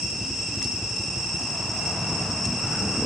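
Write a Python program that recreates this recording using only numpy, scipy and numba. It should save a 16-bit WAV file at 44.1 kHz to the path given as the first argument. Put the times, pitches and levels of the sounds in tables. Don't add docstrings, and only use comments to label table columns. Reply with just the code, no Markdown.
import sys
import numpy as np
from scipy import signal
from scipy.fft import rfft, irfft, next_fast_len
from scipy.io import wavfile
from scipy.ndimage import uniform_filter1d
from numba import njit

SR = 44100
rng = np.random.default_rng(int(sys.argv[2]) if len(sys.argv) > 2 else 0)


def to_linear_factor(level_db):
    exponent = np.asarray(level_db, float) / 20
    return 10 ** exponent


def to_wav(s):
    ch = np.atleast_2d(s).T
    pcm = np.round(np.clip(ch, -1, 1) * 32767)
    wavfile.write(sys.argv[1], SR, pcm.astype(np.int16))


N = 134505


def level(x, db):
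    return x * to_linear_factor(db) / np.sqrt(np.mean(x ** 2))


def shape(table, hz):
    table_hz, table_db = np.array(table, float).T
    return to_linear_factor(np.interp(np.log(hz + 1), np.log(table_hz), table_db))


def pan(db):
    return to_linear_factor(np.array([[db / 2], [-db / 2]]))


def walk(rate):
    knots = np.arange(0, N + SR / rate, SR / rate)
    heights = rng.standard_normal(4000)[:len(knots)]
    wander = np.interp(np.arange(N), knots, heights)
    wander = uniform_filter1d(wander, max(int(SR / rate), 2))
    return wander / np.sqrt(np.mean(wander ** 2))


@njit
def svf(x, hz, width):
    y, band, low = np.empty(len(x)), 0., 0.
    for i in range(len(x)):
        g, k = np.tan(np.pi * hz[i] / SR), width / hz[i]
        v = (band + g * (x[i] - low)) / (1 + g * (g + k))
        band, low, y[i] = 2 * v - band, low + 2 * g * v, k * v
    return y


def ring(x, hz, width):
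    return svf(x, np.full(len(x), float(hz)), float(width))


def pulses(rate, first_s, scatter_db):
    phase = np.cumsum(rate) / SR - first_s * rate[0]
    wraps = np.diff(np.floor(phase), prepend=-1)
    return wraps * to_linear_factor(scatter_db * rng.standard_normal(N))


def wash(table, flicker_db, rate):
    # (frequency [Hz], side minus mid level [dB])
    unlike = [(60, -28), (190, -26.5), (340, -15.5), (600, -16.5), (1900, -9.5), (3400, -5), (6000, -14),
              (10600, 9)]
    n = next_fast_len(N)
    f = np.arange(n // 2 + 1) * SR / n
    mid, side = rfft(rng.standard_normal((2, n))) * shape(table, f)
    pair = mid + side * shape(unlike, f) * np.array([[1], [-1]])
    out = 0
    for octave in range(int(np.log2(table[1][0])), int(np.log2(table[-2][0])) + 2):
        share = np.cos(np.pi / 2 * np.clip(np.log2(f + 1) - octave, -1, 1)) ** 2
        out = out + irfft(pair * share, n)[:, :N] * to_linear_factor(flicker_db * walk(rate))
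    return level(out, 0)


def forest_air():
    # (frequency [Hz], relative level [dB per Hz])
    air_colour = [(30, -36), (60, -15), (110, -2), (200, -6), (400, -14), (700, -18.5), (1200, -20),
                  (2100, -23), (3000, -21.5), (3900, -29.5), (4600, -24), (6000, -16.5), (7000, -22),
                  (8500, -29.5), (9600, -46), (10700, -35), (11200, -62)]
    return to_linear_factor(-40) * wash(air_colour, flicker_db=0.4, rate=7.93)


def soft_tones(t):
    # (start [s], length [s], start pitch [Hz], end pitch [Hz], rms level at mid-tone [dB])
    tones = [(.17, .25, 277, 262, -42), (.48, .3, 312, 243, -42), (2.45, .12, 245, 240, -38),
             (2.66, .34, 441, 438, -47), (2.78, .17, 200, 195, -38)]
    out = 0
    for start, length, from_hz, to_hz, db in tones:
        progress = np.clip((t - start) / length, 0, 1)
        hz = to_hz + (from_hz - to_hz) * (1 - progress) ** 2
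        swell = np.sqrt(2 * np.sin(np.pi * progress).clip(0))
        out = out + to_linear_factor(db) * swell * np.sin(2 * np.pi * np.cumsum(hz) / SR)
    return out


def cricket():
    pitch_hz, width_hz, clicks_per_s = 3792, 300, 96.3
    clicks = pulses(clicks_per_s * (1 + .002 * walk(20)), first_s=.001, scatter_db=1.9)
    chirp = ring(ring(clicks, pitch_hz, width_hz), pitch_hz, width_hz)
    return level(chirp, -62.5) * to_linear_factor(1 * walk(3.37))


def leaves(t):
    # (time [s], peak level before panning [dB], centre [Hz], width of the first filter [Hz],
    # time for the noise to fall 60 dB [s])
    ticks = [(.6164, -33, 1900, 500, .025), (.6166, -34, 950, 350, .05), (.6168, -34, 3300, 700, .015),
             (.6268, -18, 6300, 4000, .01), (.636, -34, 2400, 2500, .015), (.6422, -26, 5500, 3000, .008),
             (.6445, -23, 6800, 5000, .012), (.648, -30, 4500, 1200, .025), (2.26, -44, 9000, 9000, .015),
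             (2.4515, -24, 6900, 2000, .008), (2.4537, -19, 6000, 4000, .012),
             (2.4565, -30, 6200, 4000, .05), (2.7, -45, 9000, 9000, .015)]
    rise_s = .0005
    out, u = np.zeros(N), t[:4096]
    for start, db, hz, width, t60 in ticks:
        decay = np.exp(-np.log(1000) * u / t60)
        rise = 1 - np.exp(-u / rise_s)
        crack = rng.standard_normal(len(u)) * decay * rise
        for filter_width in (width, 2 * width, 2 * width):
            crack = ring(crack, hz, filter_width)
        out[int(start * SR):][:len(u)] += to_linear_factor(db) * crack / np.abs(crack).max()
    return out * pan(8)


def engine(t):
    # (time [s], firings per second [Hz])
    idle = [(0, 12.2), (.38, 10.6), (.6, 12.3), (.85, 11.5), (3.05, 11.65)]
    # (centre [Hz], width of the first filter [Hz], relative level [dB])
    pipe = [(65.5, 15, -7.5), (110.2, 30, -1), (196, 23, -10), (333.8, 30, -7)]
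    fired = pulses(np.interp(t, *np.array(idle).T), first_s=.038, scatter_db=2)
    thump = 0
    for k, (hz, width, db) in enumerate(pipe):
        tone = ring(ring(fired, hz, width), hz, 2 * width)
        thump = thump + (-1) ** k * level(tone, db)
    return level(thump, -39)


def vehicle(t):
    # (time [s], rumble gain [dB], tyre gain [dB], low roar peak [Hz], high roar peak [Hz])
    approach = [(0, -42, -55.5, 750, 900), (.55, -41, -51, 744, 930), (1.1, -39, -49, 770.4, 900),
                (1.5, -39.5, -44, 721.5, 920), (1.85, -37, -40.5, 700, 960), (2.1, -33, -39.5, 680, 990),
                (2.35, -33, -40.5, 660, 1100), (2.55, -31, -42.5, 710, 1120), (2.75, -29, -38.5, 916, 1440),
                (2.88, -30, -40.5, 770, 1340), (3.05, -29, -40, 725, 1010)]
    # (frequency [Hz], relative level [dB per Hz])
    rumble_colour = [(24, -48), (40, -19.5), (97, -2.5), (189, -1), (333, -9.5), (364, -16), (437, -10.5),
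                     (506, -15), (600, -19.5), (780, -65), (1320, -120)]
    # (frequency [Hz], relative level [dB per Hz])
    tyre_colour = [(240, -28), (400, -6), (497, -9), (632, -1.5), (899, -2), (1380, -7), (1920, -15),
                   (2400, -11.5), (3120, -51), (5280, -120)]
    s, rumble_db, tyre_db, low_hz, high_hz = np.array(approach, float).T
    low_peak = svf(rng.standard_normal(N), np.interp(t, s, low_hz), 91.)
    high_peak = svf(rng.standard_normal(N), np.interp(t, s, high_hz), 250.)
    peaks = level(low_peak, -3) + level(high_peak, -3.5)
    tyres = wash(tyre_colour, flicker_db=0.73, rate=10) + peaks
    tyres = tyres * pan(4) * to_linear_factor(np.interp(t, s, tyre_db))
    rumble = wash(rumble_colour, flicker_db=2.4, rate=14) * to_linear_factor(np.interp(t, s, rumble_db))
    return tyres + rumble


@njit
def play(cycle, phase, lag, size):
    out, n = np.empty((2, len(phase))), len(cycle)
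    for i in range(len(phase)):
        out[0, i] = size[i] * cycle[int((phase[i] - lag + 1) * n) % n]
        out[1, i] = size[i] * cycle[int((phase[i] + lag + 1) * n) % n]
    return out


def cicadas(low, high, wobble, wobble_hz, rough, fade_db, db, count):
    # (multiple of the cycle rate, relative level [dB])
    song = [(5, -7.5), (6, -30), (9, -24.5), (10, 1), (11, -13.5), (12, -19.5), (13, -25), (14, -19),
            (15, -9.5), (16, -26), (20, -34)]
    cycle_hz = 541.6
    lag_us, lag_spread_us = 4.2, 51.3
    throb_db, throb_hz, rough_hz = 2.2, 10.156, 501
    turn, out = np.arange(8192) / 8192, 0
    places = np.linspace(0, 1, count)
    sides = rng.permutation(np.linspace(-1, 1, count))
    for place, side in zip(places, sides):
        cycle = sum(to_linear_factor(g) * np.cos(2 * np.pi * (k * turn + rng.random())) for k, g in song)
        ratio = low + (high - low) * place
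        phase = np.cumsum(cycle_hz * ratio * (1 + wobble * walk(wobble_hz))) / SR
        lag = cycle_hz * (lag_us + lag_spread_us * side) / 2e6
        throb = to_linear_factor(throb_db * walk(throb_hz) - fade_db * (1 - place))
        size = throb * (1 + rough * walk(rough_hz))
        out = out + play(cycle, phase, lag, size) * pan(2 * side)
    return level(out, db)


def chorus():
    # (lowest ratio, highest ratio, wobble share, wobble points per second [Hz], roughness share)
    near_pitch = (.995, 1.007, .0015, 30, .36)
    far_pitch = (.905, .993, .005, 150, .35)
    # (lowest singer fainter by [dB], level of the group [dB])
    near_loudness = (2.6, -30.5)
    far_loudness = (13.3, -34.5)
    near = cicadas(*near_pitch, *near_loudness, count=7)
    far = cicadas(*far_pitch, *far_loudness, count=16)
    return near + far


def scene():
    t = np.arange(N) / SR
    background = forest_air() + soft_tones(t) + cricket() + leaves(t)
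    return background + engine(t) + vehicle(t) + chorus()


def band_limit(x):
    return signal.sosfilt(signal.butter(12, 11200, fs=SR, output="sos"), x)


def record(dry):
    top_filter = signal.cheby1(6, .5, 10900, fs=SR, output="sos")
    mix = signal.sosfilt(top_filter, dry)
    return band_limit(mix)


dry = scene()
out = record(dry)
to_wav(out)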